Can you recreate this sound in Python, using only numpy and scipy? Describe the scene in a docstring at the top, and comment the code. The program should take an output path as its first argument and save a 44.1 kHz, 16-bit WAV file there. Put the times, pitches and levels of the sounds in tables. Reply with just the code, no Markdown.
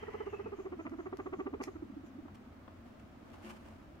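"""A guinea pig rumbles at its pen mate, close to a phone: about fifteen short voiced pulses a second,
each stepping up in pitch as its vocal folds buzz, with softer, lower pulses between them. The rumble
then sinks to a mutter. A thin whine fades at the start, noses sniff, and the wire pen ticks and
scrapes. Toward the end paws scuffle and thud on the quilted mat, all over a low room hum."""
import sys
import numpy as np
from scipy import signal
from scipy.fft import rfft, irfft
from scipy.io import wavfile
from scipy.ndimage import uniform_filter1d

SR = 44100
rng = np.random.default_rng(int(sys.argv[2]) if len(sys.argv) > 2 else 0)


def persist_wave(psi):
    """Save psi, clipped to +-1, as 16-bit WAV."""
    counts = np.round(np.clip(psi, -1, 1) * 32767).astype(np.int16)
    wavfile.write(sys.argv[1], SR, np.atleast_2d(counts).T)


N = 176400
ROOM_T60_S, VOICE_SEND_DB, FOLEY_SEND_DB = 0.15, -8.5, -6.5


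def undb(db):
    """Decibels to amplitude."""
    return 10 ** (np.asarray(db) / 20)


def unit(x):
    """Scale to rms 1."""
    return x / np.sqrt(np.mean(x ** 2) + 1e-20)


def gain_at(hz, eq):
    """Gain of an EQ curve at the given frequencies."""
    f, db = np.array(eq).T
    return undb(np.interp(np.log(np.maximum(hz, 1)), np.log(f), db))


def colour(x, eq):
    """Apply an EQ curve; white noise keeps its level."""
    return irfft(rfft(x) * unit(gain_at(np.arange(N // 2 + 1) * SR / N, eq)), N)


def noise(eq, channels=2):
    """Independent coloured noises of rms 1."""
    return colour(rng.standard_normal((channels, N)), eq)


def curve(rows, at):
    """Straight lines between breakpoints."""
    return np.interp(at, *np.array(rows).T)


def walk(rate):
    """Smooth random modulation of rms 1, with `rate` new values a second."""
    hold = max(int(SR / rate), 1)
    steps = np.repeat(rng.standard_normal(N // hold + 1), hold)
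    return unit(uniform_filter1d(steps, hold)[:N])


def flutter(depth_db, rate):
    """Randomly fluttering gain of rms 1."""
    return unit(undb(depth_db * walk(rate)))


def window(centre, length):
    """An event's samples i, its progress u (0-1) and a rounded swell."""
    i = np.arange(max(int((centre - length / 2) * SR), 0), min(int((centre + length / 2) * SR), N))
    u = np.clip((i / SR - centre) / length + .5, 0, 1)
    return i, u, np.abs(np.sin(np.pi * u))


def swells(rows):
    """Envelope of rounded swells from rows of (centre [s], length [s], level [dB])."""
    level = np.zeros(N)
    for centre, length, db in rows:
        i, _, swell = window(centre, length)
        level[i] += undb(db) * swell
    return level


def decay(age, t60):
    """Fall by 60 dB every t60 seconds."""
    return np.exp(-np.log(1000) * age / t60)


def ring_modes(modes, age, t60):
    """A struck object's modes, dying away together."""
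    return sum(undb(db) * np.sin(2 * np.pi * hz * age) for hz, db in modes) * decay(age, t60)


def hit(t, start, decay_s):
    """Envelope with an instant attack and an exponential tail."""
    return (t >= start) * np.exp(-np.abs(t - start) / decay_s)


def delay(x, seconds):
    """Fractional-sample delay."""
    return np.interp(np.arange(N) - seconds * SR, np.arange(N), x)


def room(x):
    """Diffuse stereo tail of a small furnished room."""
    t = np.arange(SR // 2) / SR
    tail = rng.standard_normal((2, len(t))) * decay(t, ROOM_T60_S) * (1 - np.exp(-t / 0.0033))
    return signal.fftconvolve(np.atleast_2d(x), unit(tail) / np.sqrt(len(t)), axes=1)[:, :N]


# Room tone EQ (frequency [Hz], gain [dB])
HUM_EQ = [(20,-14.5),(40,-8),(55,-0.5),(76,2),(100,3.5),(116,-12.5),(140,-3),(185,-9),(215,0.5),(320,-5),(450,-16),(650,-12.5),(900,-20.5),(1250,-18),(1800,-25),(3000,-33),(4500,-39),(7000,-44.5),(9500,-51.5),(15500,-46.5)]
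# Slow fader ride on its bass (time [s], gain [dB])
BASS_RIDE = [(0,-0.5),(.6,0.5),(1.6,1),(2.1,0.5),(3.2,-1),(3.7,0),(4,-0.5)]

def room_hum(t, level_db=-55.5, bass_width=0.15, widen_hz=444, bass_edge_hz=113):
    """A bed of low room noise, nearly mono in the gently drifting bass and wide in the treble."""
    mid, side = noise(HUM_EQ)
    hz = np.arange(N // 2 + 1) * SR / N
    width = bass_width + (1 - bass_width) * hz ** 2 / (hz ** 2 + widen_hz ** 2)
    side = irfft(rfft(side) * width, N)
    bed = np.array([mid + side, mid - side]) * undb(level_db)
    bass = irfft(rfft(bed) / (1 + (hz / bass_edge_hz) ** 10), N)
    return bed - bass + bass * undb(curve(BASS_RIDE, t))


# Whine tones (centre [s], length [s], pitch [Hz], glide [Hz/s], level [dB])
WHINE_TONES = [(.07,0.15,1950,-300,-59),(0.185,.16,1995,-8,-57.5),(.15,.25,1000,0,-59.5),(0.023,0.065,3060,0,-63),(0.202,0.08,3030,0,-64),(0.29,.08,2740,-1500,-64.5),(0.35,0.11,2596,-200,-59.5),(0.46,.11,2570,-7,-66.5)]
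# EQ of the hiss around them (frequency [Hz], gain [dB])
HISS_EQ = [(500,-1.5),(1000,-0.5),(1600,-5.5),(2000,-1.5),(2500,-6.5),(3100,-7.5),(3500,-24.5),(6000,-22.5),(9000,-36.5)]
# Fade of the hiss (time [s], level [dB])
HISS_FADE = [(0,-55),(.22,-57),(.3,-58.5),(.5,-63.5),(.8,-69.5),(2,-77)]

def whine(t, waver_depth=0.02, send_db=-4):
    """Thin wavering, fluttering tones in a fading, raspy hiss."""
    tones = np.zeros(N)
    waver = 1 + waver_depth * walk(204.2)
    for centre, length, hz, glide, db in WHINE_TONES:
        i, _, swell = window(centre, length)
        pitch = (hz + glide * (t[i] - centre)) * waver[i]
        tones[i] += undb(db) * swell * np.sin(2 * np.pi * np.cumsum(pitch) / SR)
    tones *= flutter(depth_db=3.5, rate=119.4)
    hiss = noise(HISS_EQ) * undb(curve(HISS_FADE, t)) * flutter(depth_db=1.5, rate=120)
    return tones + undb(send_db) * room(tones) + hiss


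# Voiced pulses, with levels ahead of the trims (centre [s], nominal length [s], opening pitch [Hz],
# stepped-up pitch [Hz], level [dB], overtones relative to that level [dB])
RUMBLE_PULSES = [(0.034,0.024,389,462,-43,-3.5),(0.088,0.025,360,434,-41,-6),(0.1507,0.025,379,439.6,-39,-4.5),(0.2112,0.028,349,439,-38,-6),(0.2758,0.028,350,411,-38.5,-6.5),(0.341,0.032,354.4,416,-39,-5.5),(0.403,0.029,367,420,-39.5,-6.5),(0.4685,0.032,326,437.5,-40.5,-7),(0.534,0.036,352.5,407,-41,-5.5),(0.5997,0.035,346.6,394.6,-40.5,-10),(0.6656,0.039,353.4,388.5,-40,-9),(0.733,0.038,332,365,-40,-8.5),(0.8043,0.041,326.8,333,-40.5,-7),(0.869,0.047,297.3,321,-42,-2.5),(0.9348,0.051,259,332.5,-40,-12),(1,0.038,276,352.7,-39,-8.5),(1.069,0.033,293.2,373,-40.5,-4.5),(1.136,0.028,296,386,-38.5,-5),(1.2023,0.035,312.7,387,-40.5,-2),(1.2702,0.032,307,382,-39,-4),(1.3384,0.035,316,390,-38,-4),(1.406,0.043,314.3,371,-37,-5.5),(1.4733,.0355,303.6,403,-37.5,-5.5),(1.544,0.037,311,395,-38.5,-8),(1.6143,0.032,303.5,393,-38.5,-3),(1.685,0.032,312,374,-40,-6),(1.764,0.024,323,326.4,-41,-12.5),(1.83,0.018,323,329,-37,-21),(1.903,0.016,280,290,-45.5,-19),(1.974,0.023,293,307,-41.5,-23),(2.0446,0.021,308,320,-45,-17),(2.194,0.025,302,313,-43,-21),(2.259,0.017,290,319,-45.5,-13)]
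# Voice break, from smooth arches at 0 to cracked pulses at 1 (time [s], amount [0-1])
VOICE_BREAK = [(0,0.37),(.4,0.22),(.75,0.55),(.87,1),(.95,0.01),(1.2,0.64),(1.65,0.83),(1.8,0.05)]
# Pitch envelope of a pulse (progress [0-1], share of the pitch step [ratio])
PITCH_STEP = [(0,-0.195),(.36,-0.069),(.5,1.21),(.7,1.004),(1,0.089)]
# Envelope of a cracked pulse's fundamental (progress [0-1], amplitude [ratio])
CRACKED_ENVELOPE = [(0,0.023),(.12,0.43),(.3,1.03),(.39,1.24),(.47,0.14),(.62,0.86),(.8,0),(1,0)]
# Envelope of a pulse's overtones (progress [0-1], amplitude [ratio])
OVERTONE_ENVELOPE = [(0,0.04),(.13,.1),(.24,.8),(.44,0.88),(.6,1),(.8,0.12),(1,0)]
# Throat resonances that shape the overtones (frequency [Hz], gain [dB])
THROAT_EQ = [(250,-24),(520,-2.5),(640,-1),(830,0.5),(1020,-4.5),(1200,5.5),(1340,-2),(1500,-12.5),(2100,-11.5),(2700,-26.5),(3600,-38),(9000,-64)]
# EQ of the rough burst where the voice cracks (frequency [Hz], gain [dB])
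CRACK_EQ = [(200,-11),(650,-2),(1150,0),(1500,-13),(2300,-2),(3000,-14),(4000,-36),(10000,-63)]
# Early reflections off the pen's walls (delay [s], left gain [ratio], right gain [ratio])
WALL_ECHOES = [(.0021, 0.26, -0.16), (.0047, -0.23, 0.24)]

def rumble(body_trim_db=-1, overtone_trim_db=-5.5, rasp_db=-11.5, crack_db=1.5, overtone_send_db=-14):
    """About a dozen vocal fold cycles a pulse; a breaking voice dips and rasps as its pitch steps up."""
    smooth_jitter, cracked_jitter, end_sag = 0.02, 0.054, 0.079  # shares of the pitch
    crack_at, crack_width = 0.45, 0.09  # shares of the pulse
    body, overtones = np.zeros((2, N))
    wobble = walk(400)
    rasp = noise(THROAT_EQ, channels=1)[0]
    shimmer = undb(1.5 * walk(450))
    rough = noise(CRACK_EQ, channels=1)[0]
    harmonics = np.arange(2, 11)[:, None]
    for centre, length, from_hz, to_hz, db, overtone_db in RUMBLE_PULSES:
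        i, u, swell = window(centre, length * 1.08)
        broken = np.clip(curve(VOICE_BREAK, centre), 0, 1)
        smooth = 1 - broken
        # A smooth pulse reaches its top pitch sooner and sags at the end.
        step = curve(PITCH_STEP, u ** (1 - 0.445 * smooth))
        sag = 1 - end_sag * smooth * u ** 4
        jitter = smooth * smooth_jitter + broken * cracked_jitter
        pitch = (from_hz + (to_hz - from_hz) * step) * (1 + jitter * wobble[i]) * sag
        phase = 2 * np.pi * np.cumsum(pitch) / SR
        envelope = broken * curve(CRACKED_ENVELOPE, u) + smooth * swell
        body[i] += undb(db + body_trim_db) * unit(envelope * np.sin(phase))
        buzz = unit((gain_at(harmonics * pitch, THROAT_EQ) * np.cos(harmonics * phase)).sum(0))
        pulsed_rasp = undb(rasp_db) * rasp[i] * (1 + np.cos(phase))
        crack = broken * undb(crack_db) * rough[i] * np.exp(-((u - crack_at) / crack_width) ** 2)
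        edge = curve(OVERTONE_ENVELOPE, u) * (buzz + pulsed_rasp + crack) * shimmer[i]
        overtones[i] += undb(db + overtone_db + overtone_trim_db) * unit(edge)
    # The left channel leads slightly and carries less body.
    left = undb(-3.5) * body + overtones
    right = delay(body, seconds=0.00055) + delay(overtones, seconds=0.0002)
    walls = sum(np.outer(gains, delay(overtones, lag)) for lag, *gains in WALL_ECHOES)
    reverb = room(undb(VOICE_SEND_DB) * body + undb(overtone_send_db) * overtones)
    return np.array([left, right]) + walls + reverb


# Faint sniffs (centre [s], length [s], level [dB])
SNIFF_PUFFS = [(0.333,0.14,-78),(0.61,0.16,-76),(0.828,0.1,-76.5),(1.025,0.15,-78.5),(1.24,0.14,-79),(1.39,0.15,-77.5),(1.72,0.17,-79),(2.072,0.077,-77.5)]
# Their narrow, airy EQ (frequency [Hz], gain [dB])
SNIFF_EQ = [(3000,-31.5),(5600,-11.5),(6700,0),(7300,-10),(8200,-28),(14000,-24.5)]

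def sniffs():
    """Tiny puffs of air through the animals' noses."""
    return swells(SNIFF_PUFFS) * noise(SNIFF_EQ)


# Low voiced pulses (centre [s], level before trim [dB])
MUTTER_PULSES = [(0.456,-48),(0.717,-48.5),(0.779,-49),(1.38,-49),(1.855,-49),(1.933,-47.5),(2.003,-51),(2.087,-49.5),(2.117,-50),(2.166,-49),(2.241,-48),(2.317,-52),(2.396,-52.5),(2.476,-52),(2.632,-55.5),(2.712,-57.5),(2.867,-55),(3.03,-55.5),(3.177,-55.5),(3.327,-50)]

def mutter(pitch_hz=241.2, length_s=0.03406, sag=0.16, trim_db=2.5, octave_db=-28):
    """The voice at its softest: nearly pure pulses that sag in pitch."""
    voice = np.zeros(N)
    wobble = 1 + 0.06 * walk(150)
    for centre, db in MUTTER_PULSES:
        i, u, swell = window(centre, length_s)
        pitch = pitch_hz * (1 + sag * (.5 - u)) * wobble[i]
        phase = 2 * np.pi * np.cumsum(pitch) / SR
        tone = np.sin(phase) + undb(octave_db) * np.sin(2 * phase)
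        voice[i] += undb(db + trim_db) * swell * tone
    return voice + undb(VOICE_SEND_DB) * room(voice)


# Ticks on the pen (time [s], dull layer level [dB], bright layer level [dB])
PEN_TICKS = [(.896,-69,-57),(1.171,-50,-49.5),(1.6377,-36,-41)]
# EQ of a dull knock, shared with the light footfalls (frequency [Hz], gain [dB])
KNOCK_EQ = [(300,-17),(700,9.5),(1050,16.5),(1700,-1.5),(2300,-9.5),(3300,-11),(8000,-43)]
# EQ of the bright layer (frequency [Hz], gain [dB])
BRIGHT_EQ = [(1000,-17),(1950,13),(2600,6),(3400,-10),(4200,0),(4800,5),(5400,2),(6200,5.5),(7500,-2),(8800,-10.5),(11500,-3.5),(15500,-25)]
# Modes of the pen's wire (frequency [Hz], relative level [dB])
WIRE_MODES = [(2300,-11),(4160,3),(4585,0),(4900,-7),(5340,5),(5452,0),(6270,-1)]

def pen_ticks(t, tick_decay_s=0.0011, wire_t60_s=0.025, wire_db=-14.5):
    """Ticks with a dull and a bright layer ring the wire; the loudest sits in a brief, grainy scrape."""
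    scrape_at_s, scrape_width_s, scrape_db, grain_db = 1.637, 0.0087, -53, 5
    scrape = undb(scrape_db + grain_db * walk(700)) * np.exp(-np.abs(t - scrape_at_s) / scrape_width_s)
    dull, bright = np.zeros(N), scrape
    for start, dull_db, bright_db in PEN_TICKS:
        envelope = hit(t, start, tick_decay_s)
        dull = dull + undb(dull_db) * envelope
        bright = bright + undb(bright_db) * envelope
    modes = ring_modes(WIRE_MODES, t[:SR // 5], wire_t60_s)
    modes /= np.linalg.norm(modes)
    wire = signal.fftconvolve(bright * rng.standard_normal((2, N)), modes[None], axes=1)[:, :N]
    knock = colour(dull * rng.standard_normal((2, N)), KNOCK_EQ)
    ticks = knock + bright * noise(BRIGHT_EQ) + undb(wire_db) * wire
    return ticks + undb(FOLEY_SEND_DB) * room(ticks)


# Rubbing on the mat, barely there until the closing scuffle (time [s], level [dB])
RUB_LEVEL = [(2.2,-69),(3.2,-65.5),(3.34,-58.5),(3.39,-60.5),(3.45,-56),(3.505,-54.5),(3.54,-56),(3.6,-61),(3.65,-57.5),(3.77,-62),(4,-68.5)]
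# Muffled EQ of the quilted mat (frequency [Hz], gain [dB])
MAT_EQ = [(60,-9.5),(150,-11),(220,-3.5),(350,6),(420,-7.5),(600,0.5),(1100,-6.5),(1700,-14),(3800,-23.5),(15500,-38)]
# Short scuffs of claws and fur (centre [s], length [s], level [dB])
CLAW_SCUFFS = [(2.068,.02,-66),(2.352,.02,-62.5),(2.87,0.053,-73),(2.999,.014,-63),(3.342,0.026,-67),(3.465,0.092,-60),(3.505,0.029,-54.5),(3.57,0.032,-65),(3.66,0.11,-73.5)]
# EQ of the claw clicks (frequency [Hz], gain [dB])
CLAW_EQ = [(400,-11.5),(1100,5.5),(1800,2),(3000,2.5),(3700,-10.5),(4500,-8),(9000,-13.5),(15500,-23)]

def paw_scuffle(t, clicks_per_s=2500, click_spread_db=3, claws_vs_rub_db=-16.5):
    """Fur and feet rub on the mat; claws catch on its threads in tiny clicks, loudest in the scuffs."""
    rub = unit(noise(MAT_EQ) + 0.29 * noise(MAT_EQ, channels=1))
    rub *= flutter(depth_db=2, rate=250)
    catches = (rng.random(N) < clicks_per_s / SR) * rng.choice([-1, 1], (2, N))
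    sizes = undb(click_spread_db * np.minimum(rng.exponential(size=N), 3))
    rub_level = undb(curve(RUB_LEVEL, t))
    claw_level = undb(claws_vs_rub_db) * rub_level + swells(CLAW_SCUFFS)
    claws = colour(unit(catches * sizes) * claw_level, CLAW_EQ)
    return rub * rub_level + claws + undb(FOLEY_SEND_DB) * room(claws)


# Dull taps of a paw (time [s], level [dB])
LIGHT_STEPS = [(2.282,-48.5),(2.679,-43),(3.342,-51),(3.503,-43)]
# Heavy footfalls (time [s], thump level [dB], floor ring level [dB])
HEAVY_STEPS = [(3.368,-48,-59),(3.44,-59,-44.5),(3.477,-58,-45),(3.56,-59,-56),(3.648,-48,-55),(3.73,-53,-60)]
# Modes of the pen's floor (frequency [Hz], relative level [dB])
FLOOR_MODES = [(221,-0.5),(351,-2),(549,-12)]

def footfalls(t, tap_decay_s=0.0037, thump_hz=71.5, thump_t60_s=0.12, floor_t60_s=0.22, attack_s=0.0077):
    """Light steps knock dully; heavy ones thump and ring the floor under the mat."""
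    taps = sum(undb(db) * hit(t, start, tap_decay_s) for start, db in LIGHT_STEPS)
    steps = colour(taps * rng.standard_normal((2, N)), KNOCK_EQ)
    for start, thump_db, ring_db in HEAVY_STEPS:
        age = np.maximum(t - start, 0)
        thump = np.sin(2 * np.pi * thump_hz * age) * decay(age, thump_t60_s)
        ring = ring_modes(FLOOR_MODES, age, floor_t60_s)
        attack = 1 - np.exp(-age / attack_s)
        steps += (undb(thump_db) * thump + undb(ring_db) * ring) * attack
    return steps + undb(FOLEY_SEND_DB) * room(steps)


def scene():
    """Stereo mix: the voice up front, small sounds around it, room tone underneath."""
    t = np.arange(N) / SR
    voice = rumble() + mutter()
    return voice + whine(t) + sniffs() + pen_ticks(t) + paw_scuffle(t) + footfalls(t) + room_hum(t)


def record(dry, cutoff_hz=15800):
    """The phone cuts the top of the treble."""
    return signal.sosfilt(signal.ellip(10, .2, 70, cutoff_hz, fs=SR, output="sos"), dry)


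dry = scene()
out = record(dry)
persist_wave(out)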